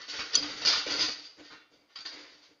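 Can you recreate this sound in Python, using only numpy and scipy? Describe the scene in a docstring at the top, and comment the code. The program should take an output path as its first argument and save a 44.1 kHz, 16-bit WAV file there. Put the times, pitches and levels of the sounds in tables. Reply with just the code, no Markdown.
"""A wire cage trap at night: a rat scuffles inside, close to a small camera.
Each lunge or step is a burst of tiny contacts: the mesh jangles, claws and fur scrape, the floor knocks.
Landings rock the trap, slipping wires twang, and a wire clinks against the frame, once sharply.
The camera hisses faintly and keeps little above 7 kHz."""
import sys
import numpy as np
from scipy import signal
from scipy.fft import rfft, irfft, next_fast_len
from scipy.io import wavfile
from scipy.ndimage import map_coordinates

SR = 44100
rng = np.random.default_rng(int(sys.argv[2]) if len(sys.argv) > 2 else 0)


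def log_audio(samples):
    """Write samples as a 16-bit WAV file to the path given in sys.argv[1]."""
    # one column per channel
    frames = np.atleast_2d(samples).T
    # limit to full scale, then quantise
    limited = np.clip(frames, -1, 1)
    pcm = np.round(limited * 32767).astype(np.int16)
    wavfile.write(sys.argv[1], SR, pcm)


N = 114660

WEAVE_LOW_HZ, WEAVE_TOP_HZ = 330, 7500  # range of the mesh's lesser wires
SCUFFLE_MAX_S = .6


def amp(db):
    """Decibels to gain."""
    return 10 ** (np.asarray(db) / 20)


def unit(x):
    """Scale to rms 1."""
    return x / np.sqrt(np.mean(x ** 2) + 1e-20)


def unit_energy(ir):
    """Scale to energy 1."""
    return ir / np.linalg.norm(ir)


def decay(t, t60_s):
    """Exponential fade, 60 dB per t60_s."""
    return np.exp(-np.log(1000) * t / t60_s)


def through(x, ir):
    """Convolve; at most N samples."""
    return signal.fftconvolve(x, ir)[:N]


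def colour(points, size=4096):
    """Minimum-phase impulse response from (frequency [Hz], gain [dB]) points."""
    hz, db = np.transpose(points)
    log_hz = np.log(np.fft.rfftfreq(size, 1 / SR) + 1)
    gain = amp(np.interp(log_hz, np.log(hz), db))
    cepstrum = irfft(np.log(gain))
    cepstrum[1:size // 2] *= 2
    cepstrum[size // 2 + 1:] = 0
    return irfft(np.exp(rfft(cepstrum)))


def sines(modes):
    """A 0.5 s damped sine per (frequency [Hz], level [dB], t60 [s]) row."""
    t = np.arange(SR // 2) / SR
    return np.array([amp(db) * decay(t, t60_s) * np.sin(2 * np.pi * (hz * t + rng.random()))
                     for hz, db, t60_s in modes])


def ring(modes):
    """Sum of damped modes."""
    return sines(modes).sum(axis=0)


def camera_hiss(level_db=-73.5):
    """Faint, steady coloured noise."""
    # hiss spectrum (frequency [Hz], level [dB])
    spectrum = [(30, -14), (120, -10.5), (300, 7), (700, 4.5), (2000, -1.5), (4700, -14), (7000, -22.5)]
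    return amp(level_db) * unit(through(rng.standard_normal(N), colour(spectrum)))


def thumps(rise_s=.014):
    """The rat's weight lands and rocks the whole trap."""
    # landings (time [s], level [dB])
    landings = [(0.188, -53), (.385, -61), (0.672, -54.5), (0.746, -51), (0.934, -54.5), (1.071, -62)]
    # trap rocking on the ground (frequency [Hz], level [dB], t60 [s])
    modes = [(43.2, 2.5, 0.086), (67, 1, .18), (109, -8.5, .12)]
    out, t = np.zeros(N + SR), np.arange(SR // 2) / SR
    attack = 1 - np.exp(-t / rise_s)
    for time_s, db in landings:
        out[round(time_s * SR):][:len(t)] += amp(db) * ring(modes) * attack
    return out[:N]


def twangs(rise_s=.0032, beat_hz=13, twin_db=-9):
    """A wire slips free and swings in two planes, slightly detuned, so it beats."""
    # slipping wires (time [s], pitch [Hz], level [dB], t60 [s])
    slips = [(.371, 4940, -18.5, .07), (.388, 4890, -24, .06), (.388, 4450, -26, .07),
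             (.397, 5710, -32, .05), (.425, 4770, -24, .06), (.655, 4300, -28, .45),
             (.657, 4930, -26.5, .4), (.66, 5070, -31, .3), (.66, 5540, -31, .3), (.769, 4800, -28, .2),
             (.905, 4585, -32, .35), (.988, 4890, -32, .35), (.99, 5120, -29, .3),
             (1.957, 4790, -33.5, .07), (2.003, 4640, -37, .1), (2.053, 4790, -39.5, .3),
             (2.055, 4710, -45, .55), (2.057, 4610, -49, .5), (2.059, 4330, -45.5, .5)]
    out, t = np.zeros(N + SR), np.arange(SR // 2) / SR
    attack = 1 - np.exp(-t / rise_s)
    for time_s, hz, db, t60_s in slips:
        tone = ring([(hz, 0, t60_s), (hz + beat_hz, twin_db, t60_s)])
        out[round(time_s * SR):][:len(t)] += amp(db) * tone * attack
    return out[:N]


def weave(count=170, t60_s=.15):
    """Ring of each lesser mesh wire; pitches crowd towards the bass."""
    position = (np.arange(count) + rng.random(count)) / count
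    pitches_hz = WEAVE_LOW_HZ + (WEAVE_TOP_HZ - WEAVE_LOW_HZ) * position ** 1.3
    levels_db = 2.3 * np.log10(pitches_hz / 4000)  # offsets the crowding
    return sines([(hz, db, t60_s) for hz, db in zip(pitches_hz, levels_db)])


def spot(wires, spread_db=4):
    """Wires touched at a new spot: each rings with a random share."""
    shares = amp(spread_db * rng.standard_normal(len(wires)))
    signs = np.sign(rng.standard_normal(len(wires)))
    return unit_energy((shares * signs) @ wires)


def mesh_response(wires, bare_db=-3):
    """Response to one touch: the bare contact plus the ringing wires."""
    ir = spot(wires)
    ir[0] += amp(bare_db) * np.sqrt(SR / 2 / WEAVE_TOP_HZ)  # level counted in the weave's band
    return unit_energy(ir)


def clinks(mesh_ir, rise_s=.0018, crack_db=-13, crack_t60_s=.014, mesh_db=-23):
    """A wire strikes the frame, duller when struck softly; the mesh answers."""
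    # strikes (time [s], level [dB])
    strikes = [(0.3526, -10), (0.3607, -27), (1.957, -36), (1.986, -36.5), (2.059, -32.5)]
    # struck wire (frequency [Hz], level [dB], t60 [s])
    modes = [(1210, -14.5, 0.018), (2760, -24, .09), (3250, -15.5, 0.24), (4270, -9, 0.042),
             (4536, 1.5, 0.039), (6050, 1, 0.019), (5943, 1, 0.03), (6990, -8, 0.043)]
    # spectrum of the impact (frequency [Hz], level [dB])
    crack_spectrum = [(200, -20), (1200, 7.5), (2000, -13), (4600, -10), (7000, 6), (12000, -9.5)]
    out, t = np.zeros(N + SR), np.arange(SR // 2) / SR
    attack = 1 - np.exp(-t / rise_s)
    caught = amp(-9 * np.clip((t - .0105) / .003, 0, 1))  # the wire is caught again and loses 9 dB
    main_hz = max(modes, key=lambda mode: mode[1])[0]
    for time_s, db in strikes:
        tilt_db_per_hz = (db - strikes[0][1]) / 1000
        tone = ring([(hz, mode_db + tilt_db_per_hz * max(hz - main_hz, 0), t60_s)
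                     for hz, mode_db, t60_s in modes])
        noise = unit(through(rng.standard_normal(len(t)), colour(crack_spectrum))[:len(t)])
        crack = amp(crack_db) * decay(t, crack_t60_s) * noise
        out[round(time_s * SR):][:len(t)] += amp(db) * (tone + crack) * caught * attack
    return out[:N] + amp(mesh_db) * through(out, mesh_ir)


def contacts(rate_per_s, spread_db=3, flutter_db=1, flutter_per_s=90):
    """One scuffle's stream of tiny random impacts, fluttering in level; rms 1."""
    size = round(SCUFFLE_MAX_S * SR)
    hits = (rng.random(size) < rate_per_s / SR) * np.sign(rng.standard_normal(size))
    hit_db = spread_db * rng.standard_normal(size)
    knot_position = np.arange(size) * flutter_per_s / SR
    flutter = map_coordinates(rng.standard_normal(256), [knot_position], mode="wrap")
    return unit(hits * amp(hit_db + flutter_db * flutter))


def scuffling(wires, wire_taps_per_s=1200, paw_contacts_per_s=5000):
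    """Each lunge or step shakes the mesh, scrapes along it and knocks on the floor."""
    # lunges and steps (time [s], rise [s], t60 [s], jangle [dB], scrape [dB], knock [dB])
    scuffles = [ (-.01, 0.0047, 0.48, -46, -45.5, -59.5), (.078, 0.008, 0.29, -32, -43.5, -58),
                (0.117, 0.014, 1.63, -40, -42, -52.5), (0.186, 0.0057, 0.22, -37, -36.5, -44.5),
                (.322, 0.025, 0.099, -27.5, -37, -45.5), (.366, 0.0049, 0.38, -35, -45.5, -42.5),
                (0.422, 0.0057, 0.34, -36.5, -39.5, -44.5), (.48, 0.0081, 1.62, -41.5, -44.5, -50),
                (0.603, 0.021, 0.36, -36, -41, -51.5), (0.648, 0.0017, 0.15, -19.5, -35, -40.5),
                (.665, 0.0085, 0.46, -22.5, -29.5, -42), (0.72, 0.0055, 0.46, -31.5, -32.5, -71.5),
                (0.767, .005, 0.16, -31.5, -50.5, -49), (0.856, 0.0095, 0.59, -38, -36.5, -41),
                (0.893, 0.0058, 0.58, -30, -38, -42.5), (0.947, 0.046, 0.73, -33.5, -39, -50.5),
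                (.982, 0.012, 0.32, -25.5, -37, -44), (1.015, 0.012, 0.2, -29, -36, -43),
                (1.08, 0.0042, 0.094, -33, -39, -39), (1.114, 0.0057, 0.044, -33, -50, -63),
                (1.18, 0.011, 0.3, -48, -59, -59.5), (1.239, 0.0073, 0.11, -43.5, -65, -70),
                (1.363, 0.036, 0.25, -64, -56, -50), (1.422, 0.024, 0.47, -50.5, -58, -73.5),
                (1.495, 0.018, 0.39, -58, -47.5, -55.5), (1.698, 0.022, 0.8, -66.5, -69.5, -65),
                (1.885, 0.0069, 0.86, -65, -66, -83), (1.954, 0.0027, 0.11, -43.5, -45, -71.5),
                (1.983, 0.0044, 0.091, -50, -50.5, -59.5), (2.001, 0.0042, 0.11, -45, -51, -65),
                (2.046, 0.0081, 0.3, -42, -45.5, -56.5), (2.11, 0.018, 0.71, -51, -50.5, -52.5),
                (2.17, 0.018, 0.82, -52, -54, -64.5), (2.305, 0.017, 0.54, -59.5, -65, -66),
                (2.41, 0.026, 0.32, -57, -63, -88), (2.484, 0.01, 0.31, -81.5, -87, -63)]
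    # bright mesh wire tones (frequency [Hz], relative level [dB])
    mesh_tones = [(4355, -45.5), (4520, -48.5), (4590, -46.5), (4662, -46.5), (4743, -49), (4856, -44),
                  (4888, -45), (5044, -54.5), (5367, -57.5), (5491, -56)]
    # frame and door rod tones (frequency [Hz], relative level [dB])
    rod_tones = [(1850, -57.5), (1992, -55), (2256, -51.5), (2412, -61.5), (2568, -64), (2751, -56),
                 (3128, -55), (3472, -56), (3575, -57), (3849, -50.5), (3892, -57), (3980, -52.5)]
    # wire-on-wire spectrum (frequency [Hz], relative level [dB])
    jangle_spectrum = [(1500, -38.5), (2800, -11.5), (3700, -7), (4130, -11), (4350, -2), (4900, -3),
                       (5150, -11), (5600, -9.5), (6300, -13), (7000, -22.5)]
    # claw and fur spectrum (frequency [Hz], relative level [dB])
    scrape_spectrum = [(250, -21), (520, -11.5), (800, -8), (1100, -3.5), (1400, 1.5), (1570, 1.5),
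                       (1660, -5.5), (1780, 1), (2300, -1.5), (2580, -5), (2900, -2.5), (4000, -8),
                       (7000, -26.5)]
    # cage floor spectrum (frequency [Hz], relative level [dB])
    knock_spectrum = [(20, -23), (40, -15.5), (100, -8.5), (220, -9), (310, -8.5), (480, 2), (700, -7),
                      (1500, -20)]
    mesh_t60_s, rod_t60_s, floor_t60_s = .24, .26, .13
    bright_wires = sines([(hz, db, mesh_t60_s) for hz, db in mesh_tones])
    rods = sines([(hz, db, rod_t60_s) for hz, db in rod_tones])
    jangle_ir, scrape_ir = colour(jangle_spectrum), colour(scrape_spectrum)
    thud = np.pad(unit_energy(colour(knock_spectrum)), (0, SR // 2))[:SR // 2]
    rates_per_s = wire_taps_per_s, paw_contacts_per_s, paw_contacts_per_s
    out, t = np.zeros(N), np.arange(N) / SR
    for time_s, rise_s, t60_s, *levels_db in scuffles:
        start = max(round(time_s * SR), 0)
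        age_s = t[start:start + round(SCUFFLE_MAX_S * SR)] - time_s
        envelope = np.clip(age_s / rise_s, 0, 1) * decay(np.maximum(age_s - rise_s, 0), t60_s)
        mesh_ir = mesh_response(wires)
        jangle = unit_energy(through(mesh_ir, jangle_ir)[:len(mesh_ir)])
        scrape = unit_energy(through(mesh_ir, scrape_ir)[:len(mesh_ir)])
        floor_hz = 299 * (1 + .02 * rng.standard_normal())  # shifted by the rat's weight
        floor_note = unit_energy(ring([(floor_hz, 0, floor_t60_s)]))
        bodies = [amp(-1.5) * jangle + amp(-6) * spot(bright_wires),
                  scrape + amp(-6) * spot(rods),
                  thud + amp(-2.5) * floor_note]
        for db, rate_per_s, body in zip(levels_db, rates_per_s, bodies):
            force = amp(db) * envelope * contacts(rate_per_s)[:len(age_s)]
            sound = through(force, body)[:N - start]
            out[start:start + len(sound)] += sound
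    return out


def scene():
    """The rat in its cage over a faint hiss; mono."""
    wires = weave()
    return (camera_hiss() + scuffling(wires) + clinks(mesh_response(wires)) + twangs() + thumps())[None]


def record(dry, circuit_db=-87.5, top_hz=15600):
    """Camera: narrow band, circuit noise, brick-wall low-pass."""
    # camera response (frequency [Hz], gain [dB])
    response = [(20, 0), (6850, 0), (7150, -7), (7550, -33), (9000, -45), (10000, -60), (16000, -70)]
    x = through(dry[0], colour(response)) + amp(circuit_db) * rng.standard_normal(N)
    size = next_fast_len(N + SR // 2)
    passband = np.fft.rfftfreq(size, 1 / SR) < top_hz
    return irfft(rfft(x, size) * passband, size)[None, :N]


dry = scene()
out = record(dry)
log_audio(out)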